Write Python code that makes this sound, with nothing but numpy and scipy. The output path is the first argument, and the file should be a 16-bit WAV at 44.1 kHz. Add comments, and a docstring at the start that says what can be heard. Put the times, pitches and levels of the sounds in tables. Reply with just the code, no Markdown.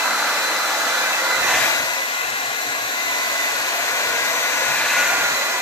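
"""Hair dryer over a canvas

A hair dryer on high blows at a canvas, swings up past overhead microphones, is held aside and comes back.
Shaped noise makes the roaring stream, the housing, the grille's hiss and the rush on the canvas.
Resonances ring on top in the housing, air intake and nozzle; a seven-blade fan whines in harmonics of its shaft.
Stray gusts buffet the microphones while the dryer is lifted; a small room and a table throw the air noise back."""
import sys
import numpy as np
from scipy import signal
from scipy.fft import rfft, irfft, next_fast_len
from scipy.io import wavfile
from scipy.ndimage import uniform_filter1d, map_coordinates

SR = 44100
rng = np.random.default_rng(int(sys.argv[2]) if len(sys.argv) > 2 else 0)


def transcribe(signal):
    """Save signal, clipped to [-1, 1], as a 16-bit WAV file at the path in sys.argv[1]."""
    frames = np.atleast_2d(signal).T
    limited = np.clip(frames, -1, 1)
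    pcm = np.round(limited * 32767).astype(np.int16)
    wavfile.write(sys.argv[1], SR, pcm)


N = 247401  # length in samples

# where the dryer is: [t/s, lead of the left microphone/ms, left-right/dB, delay of the table's echo/ms]
DRYER_PATH = [(0, -0.11, 0.5, 1.44), (1.15, -0.14, 1, 1.26), (1.42, -0.14, -2.5, 2.33),
              (1.7, 0.16, 4, 3.38), (2.2, 0.27, 3, 2.72), (4.0, 0.16, 2.5, 3.1), (4.7, 0.12, 2.5, 3.07),
              (5.0, -0.027, 1, 3.56), (5.3, -0.16, -0.5, 2), (5.6, -.11, 1, 1.66)]
# how squarely the jet meets the canvas: [t/s, aim/0-1]
CANVAS_AIM = [(0, 0.93), (.5, 0.99), (1.1, 0.76), (1.35, 0.8), (1.6, 0), (1.9, 0.08), (5.1, 0.06),
              (5.35, 0.4), (5.61, 0.3)]
# loudness as the dryer nears and leaves the microphones: [t/s, level/dB]
NEARNESS = [(0, -23.5), (.35, -23), (.6, -23.5), (.9, -22.5), (1.2, -23), (1.38, -22), (1.52, -18.5),
            (1.66, -19.5), (1.85, -24.5), (2.05, -26.5), (2.45, -27), (2.9, -26.5), (3.25, -24),
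            (3.75, -24), (4.3, -23), (4.75, -22.5), (4.95, -21), (5.3, -22), (5.61, -24.5)]
WORKING_DB = -22  # its value at working distance

# noise colour of the air stream: [f/Hz, relative level/dB]
STREAM_COLOUR = [(100, -60), (170, -20), (247, -10), (405, -10), (465, -2.5), (502, -3.5), (534, -3.5),
                 (646, -0.5), (755, 0.5), (988, -0.5), (1110, 2), (1260, -9.5), (1350, -3.5), (1760, -82),
                 (2970, -120)]
# noise colour of the housing: [f/Hz, relative level/dB]
HOUSING_COLOUR = [(740, -50), (1250, -3), (1330, -10), (1400, 3), (1470, -1.5), (1560, 1), (1770, 1),
                  (1940, 3), (1960, 2.5), (2100, -1), (2220, -2), (2330, 1), (2560, 0.5), (3100, -15.5),
                  (4030, -72), (6820, -120)]
# noise colour of the grille's hiss: [f/Hz, relative level/dB]
GRILLE_COLOUR = [(1650, -60), (2800, -3.5), (3120, -3.5), (3760, -1), (3920, 0), (4180, -5), (4300, -0.5),
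                 (4560, -3.5), (4960, -7), (6330, -4), (6700, -4.5), (8000, -8.5), (8900, -17),
                 (11700, -14.5), (19800, -120)]
# noise colour of the topmost hiss: [f/Hz, relative level/dB]
SIZZLE_COLOUR = [(6000, -37), (8600, -10), (10500, -3.5), (12900, 7), (14400, 3)]
# noise colour of the jet splashing on the canvas: [f/Hz, relative level/dB]
CANVAS_COLOUR = [(110, -58), (160, -20.5), (210, -13.5), (250, -13.5), (310, -7.5), (400, -13.5),
                 (500, -1.5), (680, -3), (850, 2), (1060, -2.5), (1350, 4.5), (1800, -5), (2200, -7),
                 (3300, -33), (3850, -7.5), (4400, -10), (9000, -22)]
# noise colour of the gusts: [f/Hz, relative level/dB]
GUST_COLOUR = [(15, -34), (30, -21), (50, -10), (80, -3), (130, 2), (200, -5), (400, -21), (900, -60)]
# share of the power that arrives straight from the dryer: [f/Hz, share/0-1]
DIRECT_SHARE = [(200, 0.6), (700, 0.68), (1600, 0.76), (2800, 0.54), (4200, 0.55), (6500, 0.07),
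                (13000, 0.56)]
# tilt between the microphones, the left hearing more treble: [f/Hz, left-right/dB]
PORT_TILT = [(150, -2.5), (500, 0), (1500, -1), (4000, 0), (8000, 1), (12500, 3.5)]

# the grille's slots face the microphones: [t/s, length/s, level/dB]
WHISTLE_FLARES = [(0, .58, -41), (.96, .2, -41), (1.599, 0.24, -38.5)]
# narrow modes of the housing: [f/Hz, width/Hz, relative level/dB]
HOUSING_MODES = [(534.5, 40, -8), (674.6, 50, -5.5), (1003, 41, -2.5), (1134, 30, -6), (1530, 45, -0.5),
                 (1630, 39, 0), (1706, 39, -1), (1914, 50, -3), (2370, 55, -13)]
# resonances of the air intake: [f/Hz, width/Hz, relative level/dB]
INTAKE_MODES = [(2416, 93, 2), (2623, 77, 2)]
# the intake faces the microphones: [t/s, length/s, level/dB]
INTAKE_FLARES = [(1.09, 0.17, -34), (1.38, 0.46, -30.5), (2.14, .12, -39), (2.87, 0.087, -43),
                 (4.54, 0.62, -30)]
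# resonances that slide as the nozzle swings: [t/s, length/s, first f/Hz, last f/Hz, level/dB]
SWISHES = [(1.162, 0.36, 2110, 1950, -30.5), (1.38, 0.243, 1810, 1725, -27.5),
           (1.56, 0.33, 1640, 1452, -40), (4.953, 0.45, 1497, 1703, -32.5), (5.22, 0.27, 1785, 2045, -35)]

# speed of the fan: [t/s, shaft turns a second/Hz]
SHAFT_SPEED = [(0, 289.7), (.9, 290.2), (1.4, 290.3), (1.75, 289.5), (2.7, 289.9), (3.2, 289.9),
               (3.8, 289.5), (4.9, 289.9), (5.61, 289.4)]
# weaker shaft tones: [multiple of the shaft rate, relative level/dB]
SHAFT_TONES = [(1, -32), (3, -19.5), (4, -19.5), (6, -15.5)]
# the blade tone swells as the dryer crosses a standing wave of the room: [t/s, length/s, level/dB, left-right/dB]
WHINE_SWELLS = [(1.187, 0.24, -30, -5), (1.38, 0.36, -29, 4), (1.74, 0.3, -36, 7), (1.97, 0.1, -28, -10),
                (2.092, 0.2, -32.5, 22), (2.29, 0.53, -36, 18), (2.957, 0.14, -28, 13),
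                (3.06, 0.47, -29.5, -23), (3.75, 0.35, -38.5, 8), (4.098, 0.44, -31, 14),
                (4.54, 0.32, -34.5, 3), (4.901, 0.18, -27.5, 5), (5.077, 0.15, -32, -3),
                (5.33, 0.38, -31.5, -5)]
# the blade tone's octave, which beams and fades as the dryer turns: [t/s, level/dB]
OCTAVE_LEVEL = [(0, -40), (.42, -35.5), (.7, -39.5), (1.03, -36.5), (1.6, -40.5), (2.1, -47), (2.4, -41),
                (3.4, -41), (4.1, -41.5), (5.0, -38.5), (5.2, -40), (5.38, -32), (5.6, -47)]
# the blade tone's third harmonic beams past the microphones: [t/s, length/s, level/dB]
THIRD_BEAMS = [(.65, .5, -46), (3.0, 0.72, -50), (4.303, .42, -39), (4.9, 0.28, -46)]
# the nozzle's drifting resonance: [t/s, f/Hz]
NOZZLE_PITCH = [(0, 1408), (1.3, 1410), (1.7, 1463), (2.2, 1418), (3.2, 1466), (4.9, 1456), (5.1, 1418),
                (5.61, 1412)]
# its hollow note blooms as the nozzle turns towards the microphones: [t/s, length/s, level/dB]
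HOOT_BLOOMS = [(1.214, 0.23, -30), (1.498, 0.41, -33.5), (2.16, 0.12, -34), (3.1, 0.55, -40),
               (3.85, 1.4, -32.5), (4.917, 0.41, -25.5), (5.45, .2, -35)]
# puffs of air on the microphones: [t/s, length/s, level before the left-right trim/dB]
GUST_PUFFS = [(1.364, 0.1, -46.5), (1.47, 0.12, -44.5), (1.59, 0.16, -46), (1.77, 0.17, -52),
              (2.21, 0.18, -56), (2.399, 0.13, -56), (2.54, 0.069, -59), (2.665, 0.093, -57),
              (2.785, 0.1, -51), (3.043, 0.087, -51), (3.293, 0.051, -55), (3.504, 0.047, -53),
              (3.593, 0.079, -51), (3.81, 0.057, -50), (3.913, 0.05, -56), (4.032, 0.29, -54),
              (4.367, 0.12, -57), (4.522, 0.22, -54), (4.726, 0.17, -49.5), (4.92, 0.27, -50.5),
              (5.17, 0.19, -48), (5.541, 0.033, -53)]

BLADES = 7
SHAFT_JITTER_HZ = 0.35  # unsteadiness of the shaft
MODE_FADE_DB = 4  # how far the ringing modes come and go
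SWELL_EDGE_S = 0.11
PORT_SPACING_MS = 0.36  # sound's travel time between the microphones
TOP_HZ = 14600


def airflow():
    """All the broad air noise: the moving parts are panned with the dryer, the rush on the canvas stays put."""
    pan_db = curves(DRYER_PATH)[1]
    return (stream() + housing() + grille() + sizzle() + whistle()) * panned(pan_db) + canvas()


def stream_level():
    """Level in dB of the jet, shared by the free stream and the rush on the canvas."""
    return heard_db(db=-27.5, growth=0.93, aimed_db=1.66)


def stream():
    """The part of the jet that misses the canvas roars as turbulent noise."""
    level_db = stream_level()
    free = np.sqrt(1 - aim_curve() ** 2)
    roar = amp(level_db) * free * turbulence(STREAM_COLOUR, *moving_path(), echo=0.35, room_db=0.5)
    # where the stream is softer it loses body below about 560 Hz
    closeness = amp(0.16 * (level_db - level_db.max()))
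    body = filtered(roar, lambda hz: 1 / (1 + (hz / 560) ** 8))
    return roar + 0.96 * (closeness - 1) * body


def canvas(sway_db=0.0):
    """The jet splashes on the canvas as patchy noise from a fixed place, stronger the squarer the aim."""
    splash = turbulence(CANVAS_COLOUR, lead_ms=0.013, echo_ms=0.52, echo=0.052, room_db=-1.0)
    level_db = stream_level() + 4.0 + sway_db * wobble(5.4)
    return amp(level_db) * aim_curve() * eddies(splash, depth_db=1.6)


def housing():
    """Air noise coloured by the broad resonances of the housing."""
    level_db = heard_db(db=-23.5, growth=0.85, aimed_db=-6.0)
    return amp(level_db) * turbulence(HOUSING_COLOUR, *moving_path(), echo=0.032, room_db=0.5)


def grille():
    """Air hisses through the grille, with eddies shifting its spectrum."""
    level_db = heard_db(db=-25.5, growth=0.94, aimed_db=-1.0)
    hiss = turbulence(GRILLE_COLOUR, *moving_path(), echo=0.27, room_db=5.5)
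    return amp(level_db) * eddies(hiss, depth_db=0.8)


def sizzle(flutter_db=0.6):
    """The topmost hiss arrives from all walls and flutters lightly."""
    level_db = heard_db(db=-31.5, growth=0.76, aimed_db=-2.5) + flutter_db * wobble(25)
    return amp(level_db) * unit(room_noise(lambda hz: amp(along(SIZZLE_COLOUR, hz))))


def whistle():
    """Two breathy resonances of the grille; the lower one flares when its slots face the microphones."""
    lead_ms, pan_db, _ = curves(DRYER_PATH)
    low_gain = np.hypot(amp(heard_db(db=-45.0, growth=0.41, aimed_db=-3)), swells(WHISTLE_FLARES))
    high_gain = amp(heard_db(db=-43.5, growth=0.8, aimed_db=-15))
    low = low_gain * resonance(hz=3830, width_hz=54, lead_ms=lead_ms)
    high = high_gain * resonance(hz=6410, width_hz=110, lead_ms=lead_ms)
    # panned here and again with the rest of the airflow, so it leans further to its side
    return panned(pan_db) * (low + high)


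def housing_modes(stray_hz=12):
    """Air noise rings in narrow modes of the housing; each comes and goes, and strays, as the dryer turns."""
    lead_ms, pan_db, _ = curves(DRYER_PATH)
    arrival = np.arange(N) / SR + np.array([lead_ms, -lead_ms]) / 2 / 1000
    out = np.zeros((2, N))
    for hz, width_hz, db in HOUSING_MODES:
        ring = swirl(width_hz) * amp(MODE_FADE_DB * wobble(5))
        drift = np.cumsum(stray_hz * wobble(4)) / SR
        out += amp(db) * unit(np.real(ring * np.exp(2j * np.pi * (hz * arrival + drift))))
    return amp(heard_db(db=-36.0, growth=1.07, aimed_db=0.5)) * panned(pan_db) * out


def intake():
    """The air intake flutters in two close resonances, which stand out when it faces the microphones."""
    lead_ms, pan_db, _ = curves(DRYER_PATH)
    rings = np.zeros((2, N))
    for hz, width_hz, db in INTAKE_MODES:
        rings += amp(db + MODE_FADE_DB * wobble(9)) * resonance(hz, width_hz, lead_ms)
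    gain = np.hypot(amp(heard_db(db=-38.5, growth=0.27, aimed_db=3.5)), swells(INTAKE_FLARES))
    return gain * panned(pan_db) * unit(rings)


def swish(rate=120):
    """As the nozzle swings up, a narrow resonance in its air noise slides down; on the return it rises."""
    out = np.zeros((2, N))
    for start, length, first_hz, last_hz, db in SWISHES:
        progress = np.clip((np.arange(N) / SR - start) / length, 0, 1)
        centre_hz = first_hz * (last_hz / first_hz) ** progress
        # one part is shared by both microphones, one belongs to each
        breath = np.array([swirl(rate) for _ in range(3)])
        carrier = np.exp(2j * np.pi * np.cumsum(centre_hz) / SR)
        band = np.real((breath[0] + 0.5 * breath[1:]) * carrier)
        out += amp(db) * np.sin(np.pi * progress) * unit(band)
    return out


def fan():
    """One unsteady shaft drives the blade tone, its harmonics, weaker shaft tones and the nozzle's hollow note."""
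    turns = np.cumsum(curves(SHAFT_SPEED)[0] + SHAFT_JITTER_HZ * wobble(14)) / SR
    lead_ms, pan_db, _ = curves(DRYER_PATH)
    # on the canvas the tones reach both microphones nearly together
    lead_ms = lead_ms * (1 - curves(CANVAS_AIM)[0])
    heard = turns + np.array([lead_ms, -lead_ms]) / 2 * SHAFT_SPEED[0][1] / 1000
    own_mix = blade_octave(heard) + blade_whine(heard, pan_db) + nozzle_hoot(heard, pan_db)
    return own_mix + panned(pan_db) * (shaft_tones(heard) + blade_third(heard))


def blade_whine(heard, pan_db):
    """Seven blades passing at each turn sound one tone, which swells in the room's standing waves."""
    steady_db = heard_db(db=-36.5, growth=1.0, aimed_db=3.0)
    return swelling(steady_db, WHINE_SWELLS, pan_db) * tone(heard, BLADES, scatter=0.2, rate=35)


def blade_octave(heard, fade_db=1.2):
    """The blade tone's octave, part of it smeared into a narrow noise band by turbulence at the blades."""
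    clear = tone(heard, 2 * BLADES, scatter=0.41, rate=46)
    smeared = tone(heard, 2 * BLADES, scatter=1.7, rate=220)
    return amp(curves(OCTAVE_LEVEL)[0] + fade_db * wobble(9.0)) * (0.76 * clear + 0.72 * smeared)


def blade_third(heard):
    """The blade tone's third harmonic, faint except where it beams past the microphones."""
    return (amp(-49) + swells(THIRD_BEAMS)) * tone(heard, 3 * BLADES, scatter=0.4, rate=30)


def shaft_tones(heard, fade_db=0.5):
    """Weak multiples of the shaft rate that come and go."""
    tones = np.zeros((2, N))
    for order, db in SHAFT_TONES:
        tones += amp(db) * unit(amp(fade_db * wobble(3.17)) * tone(heard, order, scatter=1.14, rate=16))
    return amp(heard_db(db=-26.5, growth=0.53, aimed_db=3.5)) * tones


def nozzle_hoot(heard, pan_db, width_hz=40, side_db=5):
    """The nozzle rings with the air noise and with the fifth shaft tone, which lies in its resonance."""
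    cycles = np.cumsum(curves(NOZZLE_PITCH)[0]) / SR
    ring = np.real(swirl(width_hz) * np.exp(2j * np.pi * cycles))
    note = 0.64 * unit(ring) + 0.64 * tone(heard, order=5, scatter=0.78, rate=30)
    blooms = [(*row, side_db) for row in HOOT_BLOOMS]
    return swelling(heard_db(db=-37.0, growth=0.53, aimed_db=1.0), blooms, pan_db) * note


def gusts(flutter_db=3.5, draught_db=-79, edge_share=0.5):
    """Stray puffs, each a rounded swell of low noise over a faint draught, beat harder on the right microphone."""
    shared = 1.1 * rng.standard_normal(N)
    puffs = filtered(shared + rng.standard_normal((2, N)), lambda hz: amp(along(GUST_COLOUR, hz)))
    strength = amp(draught_db) + sum(amp(db) * swell(s, length, edge_share * length)
                                     for s, length, db in GUST_PUFFS)
    return strength * amp(flutter_db * wobble(22)) * unit(puffs) * amp([[-3], [1.5]])


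def turbulence(spectrum, lead_ms, echo_ms, echo, room_db):
    """Air noise from one place: the straight path, its echo off the table, and the room."""
    share = lambda hz: along(DIRECT_SHARE, hz)
    colour = lambda hz: amp(along(spectrum, hz))
    straight = filtered(rng.standard_normal(N), lambda hz: colour(hz) * np.sqrt(share(hz)))
    straight = straight + echo * delayed(straight, echo_ms)
    room = room_noise(lambda hz: colour(hz) * np.sqrt(1 - share(hz)))
    return unit(at_microphones(straight, lead_ms) + amp(room_db) * room)


def room_noise(colour, common=0.75):
    """Noise from all walls: most alike at both microphones in the bass, its shifting dips shallower in the treble."""
    hz, _, z = signal.stft(rng.standard_normal((2, N)), SR, nperseg=2048)
    field = uniform_filter1d(rng.standard_normal(z.shape), size=2, axis=1)
    field = uniform_filter1d(field, size=28, axis=2)
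    depth_db = 4.5 / (1 + hz[:, None] / 4000)
    pair = unit(signal.istft(z * amp(depth_db * unit(field)))[1][:, :N])
    alike = lambda f: common * np.sinc(2 * f * PORT_SPACING_MS / 1000)
    mid_side = lambda f: np.sqrt(np.array([1 + alike(f), 1 - alike(f)]) / 2)
    mid, side = filtered(pair, lambda f: colour(f) * mid_side(f))
    return np.array([mid + side, mid - side])


def eddies(x, depth_db):
    """Eddies in the air lift and drop broad patches of the spectrum for a few hundredths of a second."""
    z = signal.stft(x, nperseg=512)[2]
    field = uniform_filter1d(rng.standard_normal(z.shape[1:]), size=6, axis=0)
    field = uniform_filter1d(field, size=9, axis=1)
    return unit(signal.istft(z * amp(depth_db * unit(field)))[1][:, :N])


def resonance(hz, width_hz, lead_ms):
    """Air noise ringing in one narrow resonance, at the two microphones."""
    ring = filtered(rng.standard_normal(N), lambda f: 1 / (1 + (2 * (f - hz) / width_hz) ** 2))
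    return unit(at_microphones(ring, lead_ms))


def tone(heard, order, scatter, rate):
    """One harmonic of the shaft at rms 1, fading as scattered reflections shift."""
    walls = np.array([swirl(rate) for _ in range(2)])
    return unit(np.real((1 + scatter * walls) * np.exp(2j * np.pi * order * heard)))


def swelling(steady_db, rows, pan_db):
    """Left and right gain of a steady tone with swells added in power."""
    power = (amp(steady_db) * panned(pan_db)) ** 2
    for start, length, db, side_db in rows:
        power = power + (amp(db) * panned(side_db)[:, None] * swell(start, length, SWELL_EDGE_S)) ** 2
    return np.sqrt(power)


def swells(rows):
    """Summed gain of several swells."""
    return sum(amp(db) * swell(start, length, SWELL_EDGE_S) for start, length, db in rows)


def swell(start, length, edge):
    """Rise, hold and fall between 0 and 1; the rounded edges are centred on the start and the end."""
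    t = np.arange(N) / SR - start
    return np.sin(np.pi / 2 * np.clip(0.5 + np.minimum(t, length - t) / edge, 0, 1)) ** 2


def heard_db(db, growth, aimed_db):
    """Level of one part: db at working distance, growing with nearness, changed by aiming at the canvas."""
    return db + growth * (curves(NEARNESS)[0] - WORKING_DB) + aimed_db * curves(CANVAS_AIM)[0]


def aim_curve():
    """How squarely the jet meets the canvas, 0 to 1."""
    return np.clip(curves(CANVAS_AIM)[0], 0, 1)


def moving_path():
    """Lead of the left microphone and delay of the table's echo, both in ms."""
    lead_ms, _, echo_ms = curves(DRYER_PATH)
    return lead_ms, echo_ms


def at_microphones(x, lead_ms):
    """The same sound at both microphones, reaching the left one earlier by the lead."""
    return np.array([delayed(x, -lead_ms / 2), delayed(x, lead_ms / 2)])


def delayed(x, ms):
    """x arriving later by a changing delay."""
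    return map_coordinates(x, [np.arange(N) - ms * SR / 1000], mode="mirror")


def panned(db):
    """Left and right gains for a level difference, at constant power."""
    gains = amp(np.array([db, -db]) / 2)
    return gains / np.sqrt(np.mean(gains ** 2, axis=0))


def filtered(x, response):
    """x times a response of frequency."""
    m = next_fast_len(N + SR // 4)
    return irfft(rfft(x, m) * response(np.fft.rfftfreq(m, 1 / SR)), m)[..., :N]


def wobble(rate):
    """A smooth random curve, rate knots a second."""
    knots = np.arange(N) * rate / SR
    coarse = knots[::32]
    curve = map_coordinates(rng.standard_normal(int(knots[-1]) + 4), [coarse])
    return np.interp(knots, coarse, curve)


def swirl(rate):
    """A wobble of both strength and phase, as a complex curve."""
    return wobble(rate) + 1j * wobble(rate)


def curves(rows):
    """One value per sample for each column after the time."""
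    s, *cols = np.transpose(rows)
    return [np.interp(np.arange(N) / SR, s, c) for c in cols]


def along(points, hz):
    """Interpolate (f/Hz, value) points on a log axis."""
    f, v = np.transpose(points)
    return np.interp(np.log(hz + 1), np.log(f + 1), v)


def amp(db):
    """Decibels to gain."""
    return 10 ** (np.asarray(db) / 20)


def unit(x):
    """Scale to rms 1."""
    return x / np.sqrt(np.mean(x ** 2) + 1e-20)


def scene(low_hz=130):
    """The dryer's air and fan at the two microphones; the broad air noise leaves the deep bass to the gusts."""
    air = filtered(airflow(), lambda hz: panned(along(PORT_TILT, hz)) / (1 + (low_hz / (hz + 1)) ** 6))
    return air + housing_modes() + intake() + swish() + fan() + gusts()


def record(dry):
    """The microphones' channel keeps nothing above its band limit."""
    return filtered(dry, lambda hz: hz < TOP_HZ)


dry = scene()
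out = record(dry)
transcribe(out)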